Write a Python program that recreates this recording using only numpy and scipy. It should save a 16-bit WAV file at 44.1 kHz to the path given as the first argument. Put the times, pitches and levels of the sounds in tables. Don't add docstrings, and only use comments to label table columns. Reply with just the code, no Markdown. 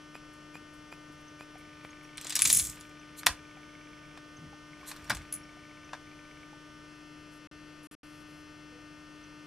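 import sys
import numpy as np
from scipy import signal
from scipy.fft import rfft, irfft
from scipy.io import wavfile
from scipy.ndimage import uniform_filter1d

SR = 44100
rng = np.random.default_rng(int(sys.argv[2]) if len(sys.argv) > 2 else 0)


def to_linear_factor(level_db):
    exponent = np.asarray(level_db, float) / 20
    return 10 ** exponent


def transcribe(u):
    v = np.clip(np.atleast_2d(u).T, -1, 1)
    q = np.round(v * 32767).astype(np.int16)
    wavfile.write(sys.argv[1], SR, q)


N = 417186
T = np.arange(N) / SR
DRUM_HZ = 149.99


def band(x, lo_hz, hi_hz, order=2):
    edges_hz = [lo_hz, min(hi_hz, .45 * SR)]
    return signal.sosfilt(signal.butter(order, edges_hz, "band", fs=SR, output="sos"), x)


def unit(x):
    return x / np.sqrt(np.mean(x ** 2))


def sides(pan_db):
    return to_linear_factor(np.array([[pan_db / 2], [-pan_db / 2]]))


def add(out, sound, s):
    i = int(s * SR)
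    out[..., i:i + sound.shape[-1]] += sound[..., :N - i]


def ring(x, hz, t60):
    pole = np.exp(2j * np.pi * hz / SR - np.log(1000) / (t60 * SR))
    return signal.lfilter([1], [1, -pole], x).imag


def curve(rows, column, off_db=-120):
    rows = np.array(rows)
    return to_linear_factor(np.interp(T, rows[:, 0], rows[:, column], off_db, off_db))


def hiss():
    # (f/Hz, relative level/dB per Hz)
    colour = [(12, -34), (20, -5.5), (145, -6), (242, -9.5), (301, -10.5), (354, -9), (592, -14),
              (819, -15), (1200, -18), (1610, -18), (1800, -19), (1950, -16.5), (5610, -27.5),
              (11700, -34.5), (13000, -59)]
    # (f/Hz, left minus right level/dB)
    lean = [(60, 0), (110, 0), (200, 4), (380, 4), (700, 1), (1290, 11.5), (2380, 0), (4400, 0),
            (8120, -0.5), (15000, 0)]
    hz = np.fft.rfftfreq(N, 1 / SR) + 1
    colour_hz, colour_db = np.transpose(colour)
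    lean_hz, lean_db = np.transpose(lean)
    hollow_db = 13 * np.exp(-((hz - 830) / 60) ** 2)
    shape = to_linear_factor(np.interp(np.log(hz), np.log(colour_hz), colour_db) - hollow_db)
    pan = np.interp(np.log(hz), np.log(lean_hz), lean_db)
    mid, side = rfft(rng.standard_normal((2, N))) * shape
    side = side * np.interp(np.log(hz), np.log([60, 1000, 5000, 12000]), [.3, .35, .4, .7])
    pair = np.array([(mid + side) * to_linear_factor(pan / 2), (mid - side) * to_linear_factor(-pan / 2)])
    low = irfft(pair * (hz < 1000), N)
    high = irfft(pair * (hz >= 1000), N)
    swell = 1 + 0.14 * np.cos(4 * np.pi * DRUM_HZ * T)
    return to_linear_factor(-57) * unit(low + high * swell)


def drum():
    # (level/dB, left minus right level/dB, later level/dB, later left minus right level/dB)
    multiples = [(-64, 4, -64, 4), (-56, 5, -54, 5), (-76, 4, -79, 1), (-69, 7, -71, 6), (-81, 0, -81, 0),
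                 (-73, 1, -73, -1), (-82, -3, -82, -2), (-61, -3, -64, 7), (-71, 6, -69, 5),
                 (-63, 5, -65, 8), (-85, 1, -83, -2), (-65, 4, -65, 2), (-85, 6, -88, 0), (-70, 0, -70, 1),
                 (-85, 2, -85, 0), (-72, 1, -75, -1), (-80, 3, -72, 4), (-70, 2, -67, 1), (-83, 2, -82, 1),
                 (-69, 5, -69, 4), (-81, 1, -82, 2), (-71, 2, -71, 1), (-87, 2, -86, 1), (-75, 2, -77, 1),
                 (-103, 0, -105, -1), (-80, 4, -84, 4), (-92, -3, -81, -1), (-80, -3, -76, -3),
                 (-98, 1, -97, -1), (-76, -2, -73, -1), (-98, 0, -100, -2), (-80, -2, -77, -2),
                 (-93, 1, -96, -1), (-78, 2, -77, 2), (-94, 1, -97, 0), (-72, -1, -72, 0),
                 (-91, 1, -92, -2), (-76, 0, -76, 1), (-88, -1, -85, -1), (-76, -1, -77, -1),
                 (-98, 0, -99, -2), (-76, 0, -77, 0)]
    out, late = np.zeros((2, N)), T > 6.87
    for k, (db1, pan1, db2, pan2) in enumerate(multiples, 1):
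        if max(db1, db2) < -87:
            continue
        waver = np.interp(T, np.linspace(0, T[-1], 200), rng.standard_normal(200))
        db = np.where(late, db2, db1) + 0.71 * waver
        pan = np.where(late, pan2, pan1)
        phase = 2 * np.pi * k * DRUM_HZ * T - .045 * k ** 2
        phase += np.pi / 2 * (k % 2)
        out[0] += to_linear_factor(db + pan / 2) * np.sqrt(2) * np.cos(phase - k * 0.019)
        out[1] += to_linear_factor(db - pan / 2) * np.sqrt(2) * np.cos(phase)
    return out


def flicker():
    # (from t/s, to t/s, relative level/dB)
    bursts = [(7.312, 7.385, -74.5), (7.828, 7.874, -66), (7.907, 7.95, -65), (8.03, 8.236, -74.5),
              (8.267, 8.425, -77)]
    noise = rng.standard_normal((2, N))
    narrow = unit(band(noise, 10380, 10710, order=3))
    wide = unit(band(noise, 6900, 12400, order=8))
    buzz = 1 + 0.5 * np.cos(4 * np.pi * DRUM_HZ * T)
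    fade_s = 0.0069
    gain = sum(to_linear_factor(db) * np.clip(np.minimum(T - a, b - T) / fade_s, 0, 1) for a, b, db in bursts)
    return (narrow + 1.5 * wide) * buzz * gain


def lens_motor():
    # (first step t/s, last step limit t/s, step period/s)
    runs = [(1.5717, 2.78, .04), (2.792, 4.18, .06), (4.732, 5.5, .04), (5.532, 5.96, .06),
            (6.072, 6.44, .06)]
    out = np.zeros(N)
    at = np.concatenate([np.arange(*run) for run in runs])
    for s, chance in zip(at, rng.standard_normal((len(at), 4))):
        step = (0, -47 + 1.5 * chance[0], chance[1])
        latch = (.017, -54 + 3 * chance[2], chance[3])
        for ahead_s, db, detune in (step, latch):
            tap = np.hanning(7) / 3
            push = np.r_[tap, np.zeros(40), .4 * detune * tap, np.zeros(900)]
            tick = ring(push, 2330 * (1 + 0.043 * detune), 0.022)
            tick = tick + .5 * ring(push, 1950, 0.0058) + 0.392 * ring(push, 3100, 0.011)
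            add(out, to_linear_factor(db) * tick, s - ahead_s)
    return out


def camera_knocks():
    # (t/s, drive level/dB, f/Hz)
    knocks = [(1.099, -43.5, 314), (1.555, -41.5, 740), (3.57, -47.5, 760), (4.53, -44, 810),
              (4.83, -41, 1070), (5.57, -51, 696), (6.53, -45, 850)]
    out = np.zeros(N)
    push = np.r_[np.hanning(24) / 12, np.zeros(3000)]
    for s, db, hz in knocks:
        add(out, to_linear_factor(db) * ring(push, hz, 0.043), s)
    return out


def pips():
    # (t/s, f/Hz)
    high_pips = [(1.284, 6170), (1.908, 6470), (2.048, 5650), (3.0, 6040), (4.372, 6270), (5.07, 5600),
                 (5.438, 5550), (5.848, 6020), (9.242, 6010)]
    # (t/s, half length/s, f/Hz, peak level/dB)
    hoot = [(8.757, .038, 487, -55.5)]
    out = np.zeros(N)
    for s, half_s, hz, db in [(s, 0.0047, hz, -52.5) for s, hz in high_pips] + hoot:
        out += to_linear_factor(db) * np.exp(-((T - s) / half_s) ** 2) * np.sin(2 * np.pi * hz * T)
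    return out


def thuds():
    # (t/s, level below 90 Hz/dB, level above 90 Hz/dB, t60/s)
    weights = [(2.385, -56, -60, .3), (2.47, -53, -45.5, 0.57), (2.57, -47.5, -49, 0.32),
               (2.66, -57, -60, 0.56), (3.274, -46, -43.5, 0.14), (3.4, -58, -60.5, 0.18),
               (4.399, -64, -51, 0.32), (4.448, -59, -54, .3), (5.0, -50.5, -66, .2),
               (5.115, -41.5, -43.5, 0.35), (5.37, -63, -55.5, .3)]
    rise_s, deep_lag_s = 0.0186, 0.039
    deep = unit(band(rng.standard_normal(N), 46, 83))
    upper = unit(band(rng.standard_normal(N), 90, 234))

    def swell(s, db, t60):
        rise = np.exp(-(np.minimum(T - s, 0) / rise_s) ** 2)
        return rise * to_linear_factor(db - 60 * np.maximum(T - s, 0) / t60)

    out = np.zeros(N)
    for s, deep_db, upper_db, t60 in weights:
        out += deep * swell(s + deep_lag_s, deep_db, t60)
        out += upper * swell(s, upper_db, t60)
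    return out


def add_puff(out, s, rise, fall, db, hz):
    t = np.arange(-3 * rise, 5 * fall, 1 / SR)
    mid, side = rng.standard_normal((2, len(t)))
    noise = mid + 0.2 * side * np.array([[1], [-1]])
    air = unit(band(noise, 6200, 12800, order=5)) + 0.45 * unit(band(noise, .91 * hz, 1.1 * hz))
    envelope = np.where(t < 0, np.exp(-(t / rise) ** 2), np.exp(-t / fall))
    add(out, to_linear_factor(db) * air * envelope, s - 3 * rise)


def pump():
    # (start t/s, length/s, first pitch f/Hz, squeal level/dB)
    strokes = [(0.143, 0.026, 2340, -47), (.54, 0.036, 2330, -47.5), (.915, 0.027, 2340, -48),
               (1.392, 0.041, 2260, -49.5), (1.835, 0.034, 2320, -59), (2.242, 0.028, 2350, -62)]
    # (peak t/s, level/dB)
    returns = [(.337, -68.5), (.74, -68.5), (1.125, -73), (1.21, -75), (1.585, -67.5), (2.035, -69)]
    # (peak t/s, fall time/s, level/dB)
    valves = [(3.196, 0.0088, -44), (4.891, .02, -43)]
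    top_hz, pump_whistle_hz, valve_whistle_hz = 2515, 9500, 4050
    pump_fall_s = .024
    overtones_db = [1.5, -12, -14, -17.5, -21]
    out = np.zeros((2, N))
    for s, length, first_hz, db in strokes:
        u = np.arange(int(length * SR)) / (length * SR)
        hz = first_hz + (top_hz - first_hz) * np.sqrt(u) + 250 * rng.standard_normal(len(u))
        phase = 2 * np.pi * np.cumsum(hz) / SR
        tone = sum(to_linear_factor(over_db) * np.sin(k * phase) for k, over_db in enumerate(overtones_db, 1))
        broken = 1 - np.exp(-((u - .6) / .1) ** 2)
        add(out, to_linear_factor(db) * tone * np.sqrt(np.sin(np.pi * u)) * broken, s)
        click_s = s + .42 * length
        click = band(np.r_[np.hanning(9), np.zeros(800)], 105, 2020)
        add(out, -to_linear_factor(-20.5) * click, click_s)
        add_puff(out, click_s, .015, pump_fall_s, -71, pump_whistle_hz)
    for s, db in returns:
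        add_puff(out, s, 0.0055, pump_fall_s, db, pump_whistle_hz)
    for s, fall, db in valves:
        add_puff(out, s, .019, fall, db, valve_whistle_hz)
    return out


def struck(push):
    # (f/Hz, relative level/dB, t60/s)
    plastic = [(760, -19.5, .03), (1117, 0, 0.047), (1302, -2, 0.06), (1638, 13.5, 0.012),
               (1910, 8.5, 0.01), (2350, 17, 0.0033), (2980, -7.5, 0.013), (3690, 6, 0.0063),
               (3980, 9.5, 0.00719), (4630, 6.5, 0.0047), (5190, 6, 0.0055), (5730, 3.5, 0.011),
               (6603, -24, 0.0052), (7030, -3.5, 0.0082), (7700, 3.5, 0.02), (8540, -3.5, 0.0098),
               (8760, -10.5, 0.006), (9840, 3.5, 0.01), (10600, -11.5, 0.011), (11915, -6.5, .006)]
    # (from f/Hz, to f/Hz)
    registers = [(600, 2500), (2500, 6000), (6000, 9000), (9000, 14000)]
    chance = rng.standard_normal((len(plastic), 2))
    modes = 0
    for (hz, db, t60), (size, shift) in zip(plastic, chance):
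        modes = modes + to_linear_factor(db + 2 * size) * ring(push, hz * (1 + .035 * shift), t60)
    cracks = (.4, .8, 1.2, 1.3)
    return [band(crack * push + 0.019 * modes, *edges, order=3) for crack, edges in zip(cracks, registers)]


def pour():
    # (t/s, small brick level/dB, share of big pieces/dB)
    rattles = [
        [(2.2, -69.5, 15), (2.33, -60.5, 12), (2.42, -48, 3), (2.5, -35, -3.5), (2.57, -31, -10),
         (2.7, -51, -7), (2.81, -75, 10), (2.88, -74, 3)],
        [(4.78, -84, 5), (4.84, -76.5, 13), (4.9, -73, 17), (5.02, -74, 9), (5.1, -71.5, 11), (5.19, -75, 15),
         (5.3, -84, 5)],
    ]
    # (level/dB, level/dB)
    hollow_share = (-14, 1.5)
    clicks_per_s = 900
    out = np.zeros((2, N))
    for rows, hollow_db in zip(rattles, hollow_share):
        span = slice(int(rows[0][0] * SR), int(rows[-1][0] * SR))
        count = span.stop - span.start
        level, big = (curve(rows, column)[span] for column in (1, 2))
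        for pan_db in (-0.5, -3, -0.5, -2.0, -2.0, 1.5):
            landing = rng.random(count) < clicks_per_s / SR
            strength = rng.standard_normal(count) * to_linear_factor(3 * np.minimum(rng.exponential(size=count), 3.5))
            low, mid, high, edge = struck(landing * strength)
            small_bricks = 1.6 * unit(high) + 0.89 * unit(edge)
            big_pieces = unit(mid) + to_linear_factor(hollow_db) * unit(low)
            out[:, span] += sides(pan_db) * level * (small_bricks + big * big_pieces)
    return out / np.sqrt(6)


def blow(db, tilt_db, chatter_db, t60, registers_db):
    t = np.arange(-.002, .16, 1 / SR)
    grit = rng.standard_normal(len(t)) * rng.exponential(size=len(t))
    grit = uniform_filter1d(grit, size=2)
    snap = np.exp(-np.abs(t) / 0.00023) * rng.standard_normal(len(t))
    chatter = grit * np.where(t < 0, np.exp(t / 0.0021), to_linear_factor(-60 * t / t60))
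    parts = struck(snap + to_linear_factor(chatter_db) * chatter)
    sound = 0
    for k, (register_db, part) in enumerate(zip(registers_db, parts)):
        sound = sound + to_linear_factor(register_db + k * tilt_db) * part / np.abs(part).max()
    pan_db = .8 + 0.908 * rng.standard_normal()
    return sides(pan_db) * to_linear_factor(db) * sound / np.abs(sound).max()


def brick_blows():
    # (t/s, peak level/dB, tilt per register/dB, chatter level/dB)
    landings = [(2.172, -30, 2.5, -19.5), (2.179, -22.5, -7, -19), (2.212, -25.5, 2.5, -19),
                (2.245, -29, -1, -18.5), (2.268, -25, -6, -14), (2.295, -23.5, 0.5, -16),
                (2.304, -21.5, -2.5, -12.5), (2.323, -24, -4.5, -12.5), (2.354, -11, 1.5, -9.5),
                (2.363, -14.5, -2.5, -12), (2.391, -11, -1.5, -16), (2.401, -20.5, 1, -17.5),
                (2.411, -19, 2, -16.5), (2.419, -4, -2, -24), (2.426, -12, 1, -19), (2.452, -8, -2.5, -2.5),
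                (2.473, -10.5, 4, -14), (2.5, -5.5, -1.5, -12.5), (2.512, -15.5, 5, -16),
                (2.527, -8, 6, -13.5), (2.537, -16, 5.5, -20), (2.548, -13.5, 6, -16),
                (2.568, -13.5, 4, -14.5), (2.596, -12, 1, -16), (2.65, -24, 3.5, -16),
                (2.669, -26, 3.5, -16.5), (2.697, -25.5, 3.5, -15.5), (2.772, -40, -14, -13),
                (2.809, -31.5, -1, -19.5), (2.893, -48, 1, -20)]
    registers_db = (-21.5, -3, 2, -4.5)
    out = np.zeros((2, N))
    for s, *row in landings:
        add(out, blow(*row, 0.0574, registers_db), s - .0008)
    return out


def arm_blows():
    # (t/s, peak level/dB, tilt per register/dB, chatter level/dB, chatter t60/s)
    stops = [(3.232, -28.5, -8, -17, 0.036), (3.263, -12, 4, -7, 0.025), (3.2663, 0, 0, -28, 0.083),
             (3.272, -14, 1.5, -29, 0.07), (3.279, -29, 0, -20, .07), (3.288, -29.5, -6, -15, 0.15),
             (4.174, -33.5, -6.5, -16.5, 0.048), (4.914, -29, -2.5, -10, 0.04), (4.963, -39, 2, -9, .06),
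             (5.043, -43, 1, -12, .07), (5.097, -20.5, 1, -5, 0.05), (5.102, -16.5, -9, -2, 0.024),
             (5.106, -19.5, -5, -9, 0.035), (5.115, -22.5, -6, -13.5, 0.054), (5.126, -31, -8, -10, 0.086),
             (5.148, -27.5, 2, -15, 0.059), (5.169, -29, -2, -14.5, 0.049), (5.218, -42, -4, -12, .07),
             (5.324, -24, 7, -18.5, 0.072), (5.338, -28.5, 9.5, -10.5, 0.091), (5.932, -27, -9, -6, 0.052),
             (5.949, -41, -5, -12, .06)]
    registers_db = (1.5, 5.5, 2.5, -1)
    out = np.zeros((2, N))
    for s, *row in stops:
        add(out, blow(*row, registers_db), s - .0008)
    return out


def stiff_part():
    # (f/Hz, relative level/dB, t60/s)
    modes = [(9970, -9.5, .07), (10100, -2, 0.11), (10140, -5, 0.077), (10060, 0, 0.074),
             (10240, -5, 0.062)]
    # (t/s, peak level/dB)
    hits = [(2.27, -39), (2.42, -11), (2.528, -10.5), (2.549, -17), (2.57, -14), (2.596, -23), (2.65, -29),
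            (2.696, -48), (2.801, -47), (5.136, -46.5), (5.163, -48), (5.327, -24.5), (5.34, -28)]
    out, t = np.zeros((2, N)), np.arange(-.002, .16, 1 / SR)
    for s, db in hits:
        push = np.exp(-np.abs(t) / 0.001683) * rng.standard_normal(len(t))
        song = sum(to_linear_factor(mode_db) * ring(push, hz, t60) for hz, mode_db, t60 in modes)
        song = band(song, 10000, 11500)
        add(out, sides(2.5) * to_linear_factor(db) * song / np.abs(song).max(), s - .002)
    return out


def room(x, t60=.22, wet_db=-14):
    t = np.arange(SR // 2) / SR
    noise = rng.standard_normal((2, len(t))) * (t > .003)
    mostly_shared = noise[0] + 0.14 * noise[1] * np.array([[1], [-1]])
    tail = band(mostly_shared, 270, 4000) * to_linear_factor(-60 * t / t60)
    tail = tail + 2.2 * band(noise, 4000, 11540, order=3) * to_linear_factor(-60 * t / (0.79 * t60))
    tail = tail / np.sqrt(np.sum(tail[0] ** 2))
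    return x + to_linear_factor(wet_db) * signal.fftconvolve(x.mean(0)[None], tail, axes=1)[:, :N]


def scene():
    toy = brick_blows() + arm_blows() + stiff_part() + pour() + pump()
    delay = np.exp(-2j * np.pi * np.fft.rfftfreq(N, 1 / SR) * .00001)
    toy[0] = irfft(rfft(toy[0]) * delay, N)
    camera = lens_motor() + camera_knocks() + drum() + hiss()
    return room(toy) + thuds() + camera + pips() + flicker()


def band_limit(x):
    return signal.sosfilt(signal.butter(12, 16810, fs=SR, output="sos"), x)


def record(dry):
    # (from t/s, to t/s)
    lost_frames = [(7.473, 7.513), (7.8715, 7.9115), (7.9515, 8.0315)]
    x = signal.lfilter(*signal.iirnotch(3780, 22, SR), np.tanh(dry))
    x = signal.sosfilt(signal.butter(10, 15600, fs=SR, output="sos"), x)
    for a, b in lost_frames:
        x = x * np.clip(np.maximum(a - T, T - b) / 0.0008, 0, 1)
    return band_limit(x)


dry = scene()
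out = record(dry)
transcribe(out)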